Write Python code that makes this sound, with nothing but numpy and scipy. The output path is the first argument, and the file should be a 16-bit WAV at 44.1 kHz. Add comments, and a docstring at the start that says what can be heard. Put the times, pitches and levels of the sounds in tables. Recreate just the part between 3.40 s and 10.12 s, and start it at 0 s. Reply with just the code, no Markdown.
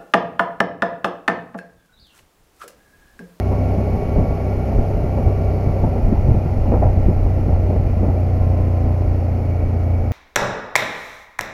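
"""Off-road ride on gravel

A two-cylinder off-road vehicle cruises on gravel and eases off, heard from a boxed camera on the rider.
The exhaust is a stack of tones on the firing cycle; valve clatter is a ragged pattern repeated every cycle.
Gears whine as faint gliding tones, tyres roar and hiss as coloured noise lumpy from the stones,
and wind buffets the microphone port with pushes of pressure and bursts of noise."""
import sys
import numpy as np
from scipy import signal
from scipy.fft import rfft, irfft
from scipy.io import wavfile
from scipy.ndimage import uniform_filter1d

SR = 44100
rng = np.random.default_rng(int(sys.argv[2]) if len(sys.argv) > 2 else 0)


def makeup_ratio(level_db):
    """Linear amplitude ratio for a level in decibels (20 dB per factor of ten)."""
    decades = np.asarray(level_db, float) / 20
    return 10 ** decades


def generate_wav(sig):
    """Save sig (samples, or channels by samples) to the path in sys.argv[1] as 16-bit PCM at SR."""
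    pcm = np.round(np.clip(np.atleast_2d(sig).T, -1, 1) * 32767).astype(np.int16)
    wavfile.write(sys.argv[1], SR, pcm)


N = 296352  # samples


def evened(x):
    """Scales to rms 1."""
    return x / np.sqrt(np.mean(x ** 2) + 1e-20)


def curves(rows):
    """Draws each column after the first as a line over time, one value a sample."""
    seconds, *columns = np.transpose(rows)
    return [np.interp(np.arange(N) / SR, seconds, column) for column in columns]


def coloured(x, spectrum):
    """Gives x the spectrum's colour, drawn over log frequency, at rms 1."""
    hz, db = np.transpose(spectrum)
    bins = np.fft.rfftfreq(N, 1 / SR)
    shape = makeup_ratio(np.interp(np.log(bins + 1), np.log(hz), db, left=-90, right=-90))
    return evened(irfft(rfft(x) * shape, N))


def noise(spectrum):
    """Steady random noise of the given colour, rms 1."""
    return coloured(rng.standard_normal(N), spectrum)


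def wander(hz):
    """Slow chance movement of rms 1, mostly below hz."""
    return evened(signal.lfilter(*signal.butter(2, hz, fs=SR), rng.standard_normal(N)))


def eddies(spectrum, steady):
    """Noise whose own level swings are partly ironed out, like a train of whirls; steady runs 0 to 1."""
    x = noise(spectrum)
    envelope = uniform_filter1d(abs(signal.hilbert(x)), size=300)
    return evened(x / (envelope + 0.052) ** steady)


# Steady pressure of the airstream at the port. Each row: time in seconds, level in dB.
AIRSTREAM = [(0, -33.5), (1, -30.5), (1.5, -24), (2.2, -27), (2.8, -23), (3.5, -25), (4.3, -27), (4.9, -34),
             (5.6, -27.5), (6.72, -33.5)]


def small_gusts():
    """Lesser buffets at chance moments, their strength tied to the airstream."""
    count, over_airstream_db, typical_ms = 14, 7, 18
    when, length, bright = rng.random((count, 3)).T
    s = when * N / SR
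    db = np.interp(s, *np.transpose(AIRSTREAM)) + over_airstream_db
    return list(zip(s, typical_ms * (0.5 + length), db, bright))


# Buffets of wind. Each row: peak time in seconds, length in ms, strength in dB, brightness from 0 to 1.
BUFFETS = [(0.118, 19, -10.5, 0.76), (0.204, 27, -14.5, .05), (0.301, 17, -21.5, 0.9),
           (0.386, 32, -16.5, 0.52), (0.594, 18, -18.5, 0.1), (0.762, 14, -16, 1), (0.786, 58, -6.5, 0.14),
           (0.906, 44, -20, 0.11), (1.317, 25, -16.5, 0.83), (1.392, 19, -12.5, 0.35),
           (1.513, 10.6, -11.5, 0.16), (1.573, 16, -14.5, 0), (1.645, 6.6, -9.5, 0.2),
           (1.776, 13, -14, 0.9), (1.875, 35, -8, 0.17), (2.275, 43, -12.5, 0.03), (2.442, 23, -8.5, .6),
           (2.478, 13, -13.5, 0.17), (2.563, 27, -12.5, 0.57), (2.685, 19, -14, .45),
           (2.727, 34, -10, 0.39), (2.888, 47, -7, 0.02), (2.916, 14, -13.5, 0.01), (2.971, 28, -13, 0.1),
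           (3.061, 14, -12.5, 0.2), (3.258, 11, -15, .95), (3.291, 20, -11.5, 0.1), (3.322, 21, -8, 0.78),
           (3.343, 16, -8, 0.77), (3.391, 16, -15.5, 0.3), (3.425, 29, -8.5, 0.96), (3.455, 22, -10, 0),
           (3.577, 27, -13, 0.08), (3.665, 12, -8, 0.04), (3.686, 20, -5, 0.14), (3.715, 9.6, -11.5, 0.4),
           (3.864, 6.3, -11, 0.8), (4.086, 36, -11, 0.33), (4.301, 47, -11.5, 0.25), (4.36, 14, -13, .45),
           (4.409, 9.5, -17.5, 0.3), (4.571, 22, -17, 0.3), (4.633, 53, -13.5, 0.71),
           (4.686, 40, -13, 0.27), (5.018, 49, -14, 0.02), (5.466, 27, -19, 0.6)]
# Heave, thump, flap and rush of a buffet. Each row: own brightness, level in dB (the thump is then halved,
# about 6 dB lower), # rise and fall of its power as shares of the buffet's length.
BUFFET_PARTS = [(-.1, -11, 1.3, 1.3), (.01, 1.5, 0.34, 0.44), (.52, -5, 0.21, 0.31), (.99, -10, .1, 0.71)]
# Colours of those four parts. 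Each row: frequency in Hz, level in dB per Hz.
HEAVE_COLOUR = [(10, -13), (25, -1.5), (45, -3.5), (75, -6.5), (160, -29)]
THUMP_COLOUR = [(20, -8.5), (40, 6), (110, 8.5), (180, -6.5), (300, -33)]
FLAP_COLOUR = [(120, -19.5), (200, 7.5), (300, 0.5), (420, -3.5), (600, -25)]
RUSH_COLOUR = [(350, -20), (500, 1), (780, -4), (1000, -15), (1500, -31.5), (2500, -38.5), (3500, -78)]


def wind():
    """A lumpy rumble, and buffets: a push of pressure at the peak, amid a heave, a thump, a flap and a rush."""
    off_colour_db = 14.5  # a part loses this per unit of brightness away from its own
    # A brighter buffet pushes quicker and lighter.
    push_db, push_thins_db = 4, 8.5
    push_hz, push_octaves, push_turns = 71.2, 2.4, 0.4
    lumps_db, lumps_hz = 6, 6

    t, power, pushes = np.arange(N) / SR, np.zeros((4, N)), np.zeros(N)
    own, part_db, rise, fall = np.transpose(BUFFET_PARTS)[:, :, None]
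    gusts = BUFFETS + small_gusts()
    for (s, ms, db, bright), (pitch, turn) in zip(gusts, rng.random((len(gusts), 2))):
        near = slice(max(round((s - 0.5) * SR), 0), round((s + 0.5) * SR))
        late = t[near] - s
        levels = makeup_ratio(db + part_db - off_colour_db * abs(bright - own))
        spread_s = ms / 1000 * np.where(late < 0, rise, fall)
        power[:, near] += levels ** 2 * np.exp(-abs(late) / spread_s)
        # The push is a short wave packet, its pitch and phase partly left to chance.
        turns = late * push_hz * 2 ** (push_octaves * bright + 0.4 * pitch)
        packet = np.cos(2 * np.pi * (turns + turn)) * np.exp(-(turns / push_turns) ** 2)
        pushes[near] += makeup_ratio(db + push_db - push_thins_db * bright) * packet

    airstream_db = curves(AIRSTREAM)[0] + lumps_db * wander(lumps_hz)
    power[0] += makeup_ratio(airstream_db) ** 2
    heave, thump, flap, rush = np.sqrt(power)
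    rumble = heave * eddies(HEAVE_COLOUR, steady=0.85)
    thumps = 0.5 * thump * eddies(THUMP_COLOUR, steady=1.0)
    flaps = flap * eddies(FLAP_COLOUR, steady=0.37)
    rushes = rush * noise(RUSH_COLOUR) * makeup_ratio(2.24 * wander(140))
    return rumble + pushes + thumps + flaps + rushes


# Loose stone under the tyres, thinning as the speed falls. Each row: time in seconds, level in dB.
LOOSE_STONE = [(0, 0.5), (.9, 0.1), (1.5, -0.14), (2.9, -1.2), (4.3, -2), (5.8, -2.5), (6.72, -3.5)]
# Colours of tyre roar and tyre hiss. Each row: frequency in Hz, level in dB per Hz.
ROAR_COLOUR = [(60, 2), (150, 0.5), (250, 1), (330, -6.5), (400, -3), (600, -6.5), (760, -6), (900, -16),
               (1150, -26.5), (1380, -25), (1500, -35), (2000, -56)]
HISS_COLOUR = [(1200, -13.5), (1620, -9.5), (1850, -3.5), (2250, 0.5), (2800, -6.5), (3300, -14.5),
               (4900, -13), (6900, -14), (9000, -19.5), (11500, -19.5), (12500, -18.5), (13400, -37),
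               (14900, -30), (15800, -39)]


def road(angle):
    """Tyre roar and hiss, lumpy from the stones and shaken by each firing."""
    roar_db, roar_follows = -26, 1.06  # how far each follows the loose stone
    hiss_db, hiss_follows = -50, 0.95
    beat = np.cos(angle) + 0.31 * np.cos(2 * angle)
    stone_db = curves(LOOSE_STONE)[0]
    roar_level_db = roar_db + roar_follows * stone_db + 0.62 * beat + 0.56 * wander(55)
    hiss_level_db = hiss_db + hiss_follows * stone_db + 0.54 * beat + 0.3 * wander(60)
    return makeup_ratio(roar_level_db) * noise(ROAR_COLOUR) + makeup_ratio(hiss_level_db) * noise(HISS_COLOUR)


# Gear whines, each a straight glide.
# Each row: start in seconds, end in seconds, start pitch in Hz, end pitch in Hz, rms level in dB.
GEAR_WHINES = [(-.3, 1.15, 1105, 1130, -48.5), (1.65, 2.45, 1135, 1142, -50.5),
               (-.3, 1.35, 2216, 2256, -53.5), (1.65, 2.5, 2285, 2265, -55), (.3, 2.3, 409, 428, -36),
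               (4.9, 5.75, 1058, 1012, -49.5), (6.0, 6.9, 2262, 2250, -54.5), (1.95, 2.45, 4530, 4535, -70)]


def gears():
    """Rough wavering tones of tooth mesh that fade in and out at set times."""
    fade_s = 0.3
    out, t = np.zeros(N), np.arange(N) / SR
    for start, end, from_hz, to_hz, db in GEAR_WHINES:
        glide_hz = np.interp(t, [start, end], [from_hz, to_hz])
        fade = np.clip(np.minimum(t - start, end - t) / fade_s + 0.5, 0, 1)
        flutter = evened(makeup_ratio(2.0 * wander(30)))
        hz = glide_hz * (1 + 0.0018 * wander(12))
        out += fade * flutter * makeup_ratio(db) * np.sin(2 * np.pi * np.cumsum(hz) / SR)
    return np.sqrt(2) * out


# The engine's course. Each row: time in seconds, firing cycles per second, load in dB.
ENGINE_COURSE = [(0, 31.6, -21), (.44, 31.8, -21), (.74, 31.55, -24.5), (1.3, 32.0, -22), (2.24, 31.5, -21),
                 (2.84, 30.6, -21.5), (3.4, 30.45, -19), (3.75, 30.0, -19), (4.5, 29.95, -19),
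                 (5.2, 29.6, -17), (6, 29.15, -19.5), (6.72, 28.75, -19)]


def cycle():
    """Angle of the firing cycle in radians, its speed wavering slightly."""
    hz = curves(ENGINE_COURSE)[0] * (1 + 0.0015 * wander(4))
    return 2 * np.pi * np.cumsum(hz) / SR


def slowing():
    """Runs from 0 at the highest engine speed to 1 at the lowest."""
    hz = curves(ENGINE_COURSE)[0]
    return (hz.max() - hz) / np.ptp(hz)


# Colour of the valve and piston clatter. Each row: frequency in Hz, level in dB per Hz.
CLATTER_COLOUR = [(800, -1), (900, 0.5), (1050, -5.5), (1300, -10), (1400, -11), (1600, -18.5),
                  (1900, -14.5), (2250, -12), (2750, -23.5)]


def clatter(angle):
    """Valves and pistons repeat one ragged pattern every cycle; it reshapes as the engine slows."""
    level_db, low, high = -47.5, 25, 92  # lowest and highest order of the cycle
    a, b = rng.standard_normal((2, 2, 2049))
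    orders = np.arange(a.shape[-1])
    patterns = irfft((a + 1j * b) * ((orders >= low) & (orders <= high)))
    place = np.arange(patterns.shape[-1]) / patterns.shape[-1]
    fast, slow = (np.interp(angle / (2 * np.pi), place, p, period=1) for p in patterns)
    blend = slowing() * np.pi / 2  # equal-power crossfade
    return makeup_ratio(level_db) * coloured(np.cos(blend) * fast + np.sin(blend) * slow, CLATTER_COLOUR)


# Exhaust tones against the load, one row for each order 1, 2, 3 and up.
# Each row: level in dB at high engine speed, level in dB at low engine speed.
EXHAUST_ORDERS = [(-14.5, -26), (-2, -8.5), (-0.5, 1), (-12, -8), (-10.5, -20.5), (-18, -29.5),
                  (-18.5, -31.5), (-15.5, -18), (-27.5, -20.5), (-25.5, -20), (-27.5, -23.5), (-14.5, -32),
                  (-31, -31.5), (-26.5, -34), (-23.5, -29.5), (-32, -35.5), (-20.5, -34), (-26.5, -27),
                  (-19, -42), (-29, -28.5), (-18, -29), (-29.5, -28.5), (-33.5, -35.5), (-28.5, -32)]


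def exhaust(angle):
    """Clean tones on the firing cycle; two uneven firings set the sign of each, the pipe its lag."""
    firing_gap = 0.39  # second cylinder fires this share of a cycle after the first
    pipe_hz, pipe_width_hz = 95.5, 9  # tones above the pipe's pitch lag those below
    hz, load_db = curves(ENGINE_COURSE)
    slowed, out = slowing(), np.zeros(N)
    for order, (fast_db, slow_db) in enumerate(EXHAUST_ORDERS, 1):
        db = load_db + fast_db + slowed * (slow_db - fast_db) + 0.8 * wander(5)
        sign = np.sign(np.cos(np.pi * order * firing_gap))
        lag = np.arctan((order * hz - pipe_hz) / pipe_width_hz)
        out += makeup_ratio(db) * sign * np.cos(order * angle - lag)
    return np.sqrt(2) * out


def scene():
    """All sources at the one microphone, the engine parts and the road sharing one firing cycle."""
    angle = cycle()
    return (wind() + road(angle) + gears() + clatter(angle) + exhaust(angle))[None]


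def roll_off(x):
    """The treble ends steeply here."""
    return signal.sosfilt(signal.butter(12, 15720, fs=SR, output="sos"), x)


# Rings and dips of the camera box. Each row: centre in Hz, width in Hz, boost or cut in dB.
BOX_RINGS = [(590, 50, 3), (760, 50, 2), (1385, 50, 5), (1580, 30, 6), (1860, 60, 5), (2000, 40, 3),
             (2465, 35, 5), (2610, 70, -4), (2790, 80, 4), (3000, 60, 2), (3730, 150, -4), (4480, 350, 3),
             (4880, 150, -3), (5330, 250, 3), (11500, 700, 5)]


def record(dry):
    """The box rings and dips, its port cancels one treble band, and the loudest peaks round off."""
    port_notch_hz, port_q = 7980, 2.5
    ceiling, knee = 0.96, 4
    bins = np.fft.rfftfreq(N, 1 / SR)
    box_db = sum(db / (1 + (2 * (bins - hz) / width) ** 2) for hz, width, db in BOX_RINGS)
    boxed = irfft(rfft(dry) * makeup_ratio(box_db), N)
    ported = signal.lfilter(*signal.iirnotch(port_notch_hz, port_q, SR), boxed)
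    rounded = ported / (1 + (ported / ceiling) ** knee) ** (1 / knee)
    return roll_off(rounded)


dry = scene()
out = record(dry)
generate_wav(out)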